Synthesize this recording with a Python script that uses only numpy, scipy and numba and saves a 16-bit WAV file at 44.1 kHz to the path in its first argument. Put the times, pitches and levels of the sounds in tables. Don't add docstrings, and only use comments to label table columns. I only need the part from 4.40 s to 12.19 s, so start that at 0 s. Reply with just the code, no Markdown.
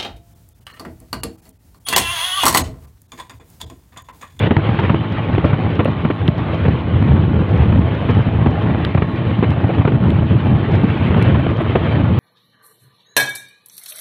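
import sys
import numpy as np
from scipy import signal
from scipy.fft import rfft, irfft, next_fast_len
from scipy.io import wavfile
from scipy.ndimage import uniform_filter1d, minimum_filter1d, map_coordinates
from numba import njit

SR = 44100
rng = np.random.default_rng(int(sys.argv[2]) if len(sys.argv) > 2 else 0)


def to_wav(sig):
    pcm = np.clip(np.atleast_2d(sig), -1, 1) * 32767
    pcm = np.round(pcm).astype(np.int16)
    wavfile.write(sys.argv[1], SR, pcm.T)


N = 343539


def undb(db):
    return 10 ** (np.asarray(db) / 20)


def unit(x):
    return x / np.sqrt(np.mean(x ** 2))


def curves(table):
    s, *columns = np.transpose(table)
    return [np.interp(np.arange(N) / SR, s, c) for c in columns]


def colour(x, points, size=8192):
    hz, db = np.transpose(points)
    grid = np.maximum(np.arange(size // 2 + 1) * SR / size, 1)
    response_db = np.interp(np.log(grid), np.log(hz), db)
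    cepstrum = irfft(np.log(undb(response_db)))
    cepstrum[1:size // 2] *= 2
    cepstrum[size // 2 + 1:] = 0
    impulse_response = irfft(np.exp(rfft(cepstrum)))
    return signal.fftconvolve(x, impulse_response)[:len(x)]


def walk(hz, size=64):
    steps = next_fast_len(N // size + 2)
    f = np.fft.rfftfreq(steps, size / SR)
    slow = irfft(rfft(rng.standard_normal(steps)) * np.exp(-(f / hz) ** 2), steps)
    return unit(np.interp(np.arange(N) / size, np.arange(steps), slow))


def even(x, span_s):
    width = max(int(span_s * SR), 2)
    power = uniform_filter1d(uniform_filter1d(x ** 2, width), width)
    return x / np.sqrt(power + 1e-12)


def add(out, s, sound):
    start = max(int(s * SR), 0)
    out[start:start + len(sound)] += sound[:N - start]


# t/s, relative rumble level/dB
HEADWIND = [(0.0, -27), (0.39, -16.5), (0.56, -21), (2.39, -21.5), (2.75, -18.5), (3.36, -14.5),
            (3.54, -18), (3.95, -19), (4.62, -20.5), (5.84, -18.5), (6.4, -17.5), (6.88, -13), (7.2, -20.5),
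            (7.79, -11.5)]
# t/s, relative rush level/dB, relative hiss level/dB
FINE_TURBULENCE = [(0.0, -23.5, -25), (0.07, -20.5, -26), (0.1, -30, -34.5), (0.24, -23, -28),
                   (0.46, -22.5, -28.5), (0.6, -27.5, -33), (0.9, -27, -31), (1.28, -26, -32.5),
                   (1.55, -28, -35), (1.93, -29, -36), (2.2, -26.5, -29.5), (2.45, -28, -36),
                   (2.65, -33, -32.5), (2.8, -28.5, -37.5), (3.05, -25, -34.5), (3.3, -27, -33),
                   (3.6, -23.5, -33), (3.76, -26, -31.5), (3.95, -29, -36.5), (4.18, -24.5, -32),
                   (4.45, -27, -32.5), (4.71, -28.5, -37), (4.85, -28, -32), (5.15, -29, -36),
                   (5.38, -22, -30.5), (5.58, -28, -39), (5.75, -29.5, -34.5), (6.05, -28, -35),
                   (6.25, -25.5, -32), (6.46, -25, -30), (6.62, -27.5, -30), (6.8, -19.5, -26),
                   (6.97, -25.5, -30.5), (7.12, -22.5, -32), (7.26, -27.5, -33.5), (7.33, -24, -30),
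                   (7.42, -23, -31), (7.56, -23, -29), (7.65, -26, -34), (7.79, -26, -32.5)]
# t/s, f/Hz
EDDY_PITCH = [(0, 115.5), (1.7, 113.5), (3.1, 95.94), (4.4, 106.8), (5.3, 122.2), (6.1, 107.2),
              (7.79, 112.3)]
# f/Hz, relative density level/dB per Hz
RUMBLE_SPECTRUM = [(20, -30), (38, -24), (50, -15), (64, -11), (80, 0.5), (100, 4.5), (130, 1), (170, -2.5),
                   (240, -8.5), (330, -14.5), (500, -32.5), (1000, -63)]
RUSH_SPECTRUM = [(100, -9), (200, -4.5), (320, 2.5), (500, -1.5), (750, -6.5), (1100, -11.5), (1600, -17.5),
                 (2600, -27.5), (4000, -45)]
HISS_SPECTRUM = [(400, -26.5), (900, -3), (1300, -1), (2000, -2), (2700, -4), (3150, -6.5), (3400, -9),
                 (4000, -16.5), (6000, -15.5)]


def airflow(rumble_db=0.5, gust_db=-1.5, rush_db=0, hiss_db=-1.0, gust_rush_db=-16, suction_db=3.0,
            lump_db=1.24, surge_db=1.4, rush_flutter_db=2.5, hiss_flutter_db=1.5, usual_eddy_hz=112,
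            glide=.7, waver=.02, rush_patchy_db=2.5, hiss_patchy_db=2.7):
    large_db, = curves(HEADWIND)
    small_db, fine_db = curves(FINE_TURBULENCE)
    eddy_hz, = curves(EDDY_PITCH)
    gust, lumps, flutter = gusts(), walk(21), walk(28)

    pace = (eddy_hz / usual_eddy_hz) ** glide * np.exp(waver * walk(14.01))
    steady_eddies = colour(rng.standard_normal(N), RUMBLE_SPECTRUM)
    eddies = map_coordinates(steady_eddies, [np.cumsum(pace)], order=3, mode="mirror")
    pressure = even(eddies, span_s=0.05)

    rush_gain = undb(rush_flutter_db * flutter - suction_db * pressure)
    rush = colour(rng.standard_normal(N) * rush_gain, RUSH_SPECTRUM)
    hiss = colour(rng.standard_normal(N) * undb(hiss_flutter_db * flutter), HISS_SPECTRUM)
    rush = even(patchy(rush, rush_patchy_db), span_s=0.036)
    hiss = even(patchy(hiss, hiss_patchy_db), span_s=0.35)

    rumble_level = np.hypot(undb(large_db + rumble_db), gust * undb(gust_db))
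    rush_level = np.hypot(undb(small_db + rush_db + surge_db * lumps), gust * undb(gust_rush_db))
    gaps = lulls()
    rumble = pressure * gaps * rumble_level * undb(lump_db * lumps)
    rush = rush * rush_level * gaps ** 0.76
    hiss = hiss * undb(fine_db + hiss_db) * gaps ** .15
    return rumble + stall() * (rush + hiss)


# start t/s, length t/s, relative level/dB
GUST_EVENTS = [(0.012, 0.07, -14), (0.174, 0.028, -7.5), (0.26, 0.03, -17), (0.423, 0.14, -17),
               (0.712, 0.023, -11), (0.89, 0.087, -13), (1.225, 0.07, -15.5), (1.812, 0.043, -16),
               (2.206, 0.16, -14), (2.523, 0.54, -13.5), (2.673, 0.15, -12), (3.108, 0.33, -12),
               (3.749, 0.074, -10.5), (3.852, 0.047, -12.5), (3.936, 0.18, -13), (4.222, 0.11, -14.5),
               (4.854, 0.08, -16.5), (5.056, 0.088, -13), (5.363, 0.046, -9.5), (5.524, 0.051, -10),
               (5.601, 0.28, -12.5), (5.896, 0.077, -9.5), (6.055, 0.12, -9.5), (6.322, 0.061, -10),
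               (6.633, 0.34, -24), (6.909, 0.1, -11), (7.602, 0.034, -14.5), (7.705, 0.16, -19)]


def gusts(attack_s=0.025, release_s=0.032):
    t, power = np.arange(N) / SR, np.zeros(N)
    for s, length_s, db in GUST_EVENTS:
        swell = np.clip(.5 + (t - s) / attack_s, 0, 1)
        fade = np.clip(.5 + (s + length_s - t) / release_s, 0, 1)
        power += (swell * fade * undb(db)) ** 2
    return np.sqrt(power)


# centre t/s, half length t/s (to 1/e of the depth), depth level/dB
RUMBLE_GAPS = [(0.1, 0.0088, -2), (0.385, 0.023, -5), (0.7, 0.06, -7), (1.02, .015, -2),
               (1.752, 0.042, -10), (2.4, 0.03, -0.5), (3.07, 0.022, -4.5), (3.6, .025, -6),
               (3.84, 0.016, -8), (4.535, .014, -12), (4.623, 0.0076, -12), (4.67, .012, -5),
               (4.97, .018, -3.5), (5.435, 0.011, -13), (5.875, 0.014, -3), (6.58, .018, -5),
               (7.145, 0.018, -3.5), (7.674, 0.016, -5.5)]


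def lulls():
    t, gap_db = np.arange(N) / SR, np.zeros(N)
    for s, half_s, db in RUMBLE_GAPS:
        gap_db += db * np.exp(-((t - s) / half_s) ** 2)
    return undb(gap_db)


def patchy(x, depth_db, size=1024, count=4):
    bands = signal.stft(x, nperseg=size)[2]
    patches = rng.standard_normal(bands.shape)
    for axis in (0, 1):
        patches = uniform_filter1d(patches, count, axis=axis)
    return signal.istft(bands * undb(depth_db * unit(patches)))[1][:N]


def stall(depth_db=-2.5, lead_s=0.019, lag_s=0.037):
    t, depth = np.arange(N) / SR, np.zeros(N)
    for s, *_ in EDDY_BUFFETS:
        side_s = np.where(t < s, lead_s, lag_s)
        depth = np.maximum(depth, np.exp(-((t - s) / side_s) ** 2))
    return undb(depth_db * depth)


# t/s, relative thump level/dB, relative slap level/dB,
# relative tearing level/dB, length t/s, lag of the jolt t/s (its sign is ignored)
EDDY_BUFFETS = [(0.1075, -11, -8, -18, .016, 0.0063), (0.166, -1.5, -12.5, -11.5, 0.0032, 0.00096),
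                (0.29, -8, -11.5, -23, .0055, 0.0021), (0.388, -31, -23, -20, 0.021, 0.0037),
                (0.494, -7.5, -14.5, -17.5, 0.013, 0.0078), (0.543, -24, -8, -16, 0.0048, 0.003),
                (0.98, -7, -8, -16.5, 0.0046, 0.0031), (1.042, -8.5, -12, -22.5, 0.022, 0.011),
                (1.129, -9, -15.5, -23, .02, .0035), (1.391, -13, -10.5, -18.5, 0.021, 0.018),
                (1.455, -13, -11.5, -18.5, 0.0073, .0024), (1.477, -12, -18.5, -27.5, .011, 0.0089),
                (1.648, -8, -14.5, -22, 0.014, 0.0043), (1.701, -13, -11.5, -20, .012, 0.0051),
                (1.883, -1, -17, -24, 0.0089, 0.0056), (2.25, -12.5, -20, -24.5, 0.022, .012),
                (2.282, -4, -12, -21, 0.014, 0.0049), (2.623, -9, -18, -21, 0.0063, 0.003),
                (3.323, -14, -18.5, -25.5, 0.01, 0.0027), (3.357, -15, -16.5, -30, 0.0067, 0.0039),
                (3.389, -0.5, -20, -33, 0.0052, 0.0033), (3.688, -10, -15.5, -21, 0.026, 0.0088),
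                (4.06, -5.5, -10, -19, 0.01, .011), (4.26, -11, -13.5, -30, 0.0048, .004),
                (4.294, -14, -20, -29, .024, .013), (4.546, -6, -11.5, -22, 0.008, 0.0028),
                (4.574, -9, -17, -21, 0.012, 0.0054), (4.62, -6.5, -13.5, -21, 0.0097, 0.0023),
                (4.989, -5, -17, -30, 0.0058, 0.0027), (5.025, -13.5, -9, -20, 0.0071, 0.0023),
                (5.034, -16.5, -14.5, -21, 0.016, .002), (5.239, -8.5, -16, -28.5, 0.011, 0.0039),
                (5.291, -28, -16.5, -27, .024, 0.01), (5.381, -11.5, -19.5, -26, 0.021, .017),
                (5.45, -8.5, -11.5, -21, 0.0092, 0.0023), (5.474, -15, -14, -21.5, 0.018, .012),
                (5.518, -11, -17, -27, 0.0094, 0.0029), (6.124, -16, -17.5, -39, 0.013, 0.01),
                (6.434, -7, -14.5, -30.5, .017, 0.0032), (6.743, -27, -26, -23, 0.0084, 0.0027),
                (6.763, -10, -15.5, -27.5, 0.019, 0.007), (6.944, -13.5, -19, -22, 0.027, 0.0018),
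                (7.064, -14.5, -8.5, -21.5, 0.0053, 0.004), (7.204, -29, -17.5, -27.5, 0.022, 0.006),
                (7.352, -9.5, -10.5, -18, .017, .009)]
# f/Hz, relative density level/dB per Hz
THUMP_SPECTRUM = [(20, -48), (50, -19), (80, -2.5), (130, 0), (220, -4), (330, -14), (700, -51)]
SLAP_SPECTRUM = [(80, -19), (200, 10.5), (350, 6.5), (600, -4.5), (1000, -6.5), (1800, -27.5),
                 (4000, -52.5)]
TEAR_SPECTRUM = [(400, -23), (900, 19.5), (1500, 4.5), (2500, 0), (3200, -5.5), (4200, -16), (6000, -49.5)]


def buffets(thump_db=0, slap_db=0.5, tear_db=0, attack_s=0.0008, slap_span_s=.005, tear_span_s=0.003,
            slap_jolt=.9, tear_jolt=0.69, jolt_length_s=.0058, jolt_slope=0.88, size=4096):
    out, t = np.zeros(N), np.arange(size) / SR
    for s, low_db, mid_db, high_db, length_s, lag_s in EDDY_BUFFETS:
        envelope = (1 - np.exp(-t / attack_s)) * np.exp(-(t / length_s) ** 2)
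        noise = rng.standard_normal(2 * size)
        jolt = 1. * (np.arange(size) == int(abs(lag_s) * SR))
        strength = (jolt_length_s / length_s) ** jolt_slope
        spread = np.sqrt(length_s * SR / size)

        thump = colour(unit(noise[size:] * envelope) + strength * unit(jolt), THUMP_SPECTRUM)
        add(out, s, unit(thump) * spread * undb(low_db + thump_db))
        parts = ((SLAP_SPECTRUM, mid_db + slap_db, slap_span_s, slap_jolt),
                 (TEAR_SPECTRUM, high_db + tear_db, tear_span_s, tear_jolt))
        for shape, db, span_s, share in parts:
            spurt = even(colour(noise, shape), span_s)[size:] * envelope
            burst = unit(spurt) + share * strength * unit(colour(jolt, shape))
            add(out, s, unit(burst) * spread * undb(db))
    return out


# t/s, firing rate f/Hz
FIRING_RATE = [(0, 54.0), (1.5, 54.3), (2.4, 54.2), (3.6, 54.4), (4.2, 54.6), (4.8, 54.5), (5.5, 54.8),
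               (6.6, 54.8), (7.79, 55.0)]
# multiple of the firing rate, relative rms level/dB
DRONE_HARMONICS = [(2, -28), (3, -30.5), (4, -35), (5, -35), (6, -36), (8, -45.5), (9, -49), (11, -45.5),
                   (12, -44.5), (14, -52.5), (15, -45.5), (16, -45), (17, -51), (20, -45), (22, -50)]
# f/Hz, bandwidth f/Hz, relative level/dB
CASING_RINGS = [(1118, 100, 14), (1840, 150, 5.5), (2340, 110, 5), (3005, 78, 9.5), (3120, 52, 5),
                (3550, 30, 4), (3920, 39, 1.5)]


def engine(drone_db=0, clatter_db=-42.0, sharpness=1.6, repeat=0.61, waver_db=1.8, ring_waver_db=3,
           waver_hz=5, size=812):
    firing_hz, = curves(FIRING_RATE)
    cycles = np.cumsum(firing_hz * (1 + 0.0016 * walk(5.37))) / SR
    phase = 2 * np.pi * cycles
    drone = np.zeros(N)
    for multiple, db in DRONE_HARMONICS:
        level = undb(db + waver_db * walk(waver_hz))
        start_phase = rng.uniform(0, 2 * np.pi)
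        drone += level * np.sqrt(2) * np.sin(round(multiple) * phase + start_phase)

    pattern = np.interp(cycles, np.arange(size) / size, rng.standard_normal(size), period=1)
    pulses = np.exp(sharpness * np.cos(2 * phase))
    knocks = (repeat * pattern + rng.standard_normal(N)) * pulses
    clatter = np.zeros(N)
    for hz, width, db in CASING_RINGS:
        b, a = signal.iirpeak(hz, hz / width, fs=SR)
        level = undb(db + ring_waver_db * walk(waver_hz))
        clatter += level * signal.lfilter(b, a, knocks)
    return drone * undb(drone_db) + unit(clatter) * undb(clatter_db)


# t/s, relative edge peak level/dB, relative body peak level/dB, decay t/s (before filtering)
HOUSING_TICKS = [(1.4474, -35, -31, .0006), (1.879, -37, -19.5, .0005), (4.4495, -38, -16.5, 0.00052),
                 (5.106, -43, -31, .0007), (5.705, -40, -31, 0.00078), (6.826, -28, -26.5, .0005),
                 (7.22, -44, -51, .0006)]
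# f/Hz, relative density level/dB per Hz
TICK_BODY_SPECTRUM = [(500, -27), (1200, -14), (2000, -9), (2700, 0.5), (3700, -7), (5200, -3),
                      (8000, -19.5)]
TICK_EDGE_SPECTRUM = [(3000, -3.5), (5000, -11.5), (7000, -1), (10000, 4.5), (12000, -5.5), (15000, -15.5)]


def ticks(body_db=13, edge_db=1, size=1024):
    body, edge, t = np.zeros(N), np.zeros(N), np.arange(size) / SR
    for s, peak_db, low_db, decay_s in HOUSING_TICKS:
        snap = rng.standard_normal(size) * np.exp(-t / decay_s)
        paths = ((body, TICK_BODY_SPECTRUM, low_db + body_db),
                 (edge, TICK_EDGE_SPECTRUM, peak_db + edge_db))
        for out, shape, db in paths:
            click = colour(snap, shape)
            add(out, s, click / np.abs(click).max() * undb(db))
    return body, edge


# t/s, relative impulse level/dB
CLEAR_SPECKS = [(0.401, -40), (0.7243, -41), (1.059, -43), (1.3553, -42), (1.517, -49), (1.9818, -42),
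                (2.147, -43), (3.1123, -47), (3.177, -45), (3.3997, -47), (3.5503, -44), (3.711, -39),
                (3.7499, -44), (3.8227, -48), (4.1091, -45), (4.225, -49), (4.7606, -47), (6.317, -44),
                (6.355, -39), (7.108, -47), (7.1715, -43)]
# f/Hz, relative density level/dB per Hz
CRACKLE_SPECTRUM = [(2500, -14.5), (4000, 5.5), (5000, 1), (7000, -13), (8500, -32.5)]


def crackle(per_s=30, level_db=-42, spread_db=5, clear_db=22, wind_share=.8):
    wind_db, = curves(HEADWIND)
    wind_swing_db = wind_db - wind_db.mean()
    size_db = level_db + wind_share * wind_swing_db + spread_db * rng.standard_normal(N)
    specks = (rng.random(N) < per_s / SR) * undb(size_db)
    for s, db in CLEAR_SPECKS:
        add(specks, s, undb([db + clear_db]))
    return colour(specks, CRACKLE_SPECTRUM)


# f/Hz, gain level/dB
MICROPHONE_RESPONSE = [(20, -5), (55, 0), (3800, 1), (4200, -4), (4700, -14.5), (5200, -21), (5800, -29),
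                       (8000, -38), (15000, -48)]


def scene():
    tick_body, tick_edge = ticks()
    air = airflow() + buffets() + engine() + tick_body
    return (colour(air, MICROPHONE_RESPONSE) + tick_edge + crackle())[None]


@njit
def follow(x, attack, release):
    out, e = np.empty(len(x)), 0.
    for i in range(len(x)):
        e += (abs(x[i]) - e) * (attack if abs(x[i]) > e else release)
        out[i] = e
    return out


# t/s, relative level/dB
TOP_HISS_LEVEL = [(2.9, -78), (3.35, -71.5), (4.0, -78.5), (5.7, -78), (6.6, -72.5), (7.0, -77)]
# f/Hz, relative density level/dB per Hz
SELF_NOISE_SPECTRUM = [(3000, -6.5), (6500, 7), (7600, -0.5), (9000, 4.5), (11000, 8), (12500, 1),
                       (15000, -5)]


def record(dry, release_s=0.031, hiss_db=1, flicker_db=2.0, ceiling=.96, top_hz=15600, size=32):
    peak = follow(dry[0], 1.0, 1 / (release_s * SR))
    gain = ceiling / np.maximum(peak, ceiling)
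    gain = minimum_filter1d(gain, 2 * size)
    gain = uniform_filter1d(uniform_filter1d(gain, size), size)
    hiss_level_db = curves(TOP_HISS_LEVEL)[0] + hiss_db + flicker_db * walk(12)
    hiss = unit(colour(rng.standard_normal(N), SELF_NOISE_SPECTRUM)) * undb(hiss_level_db)
    top_cut = signal.ellip(8, .2, 70, top_hz, fs=SR, output="sos")
    return signal.sosfilt(top_cut, dry * gain + hiss)


dry = scene()
out = record(dry)
to_wav(out)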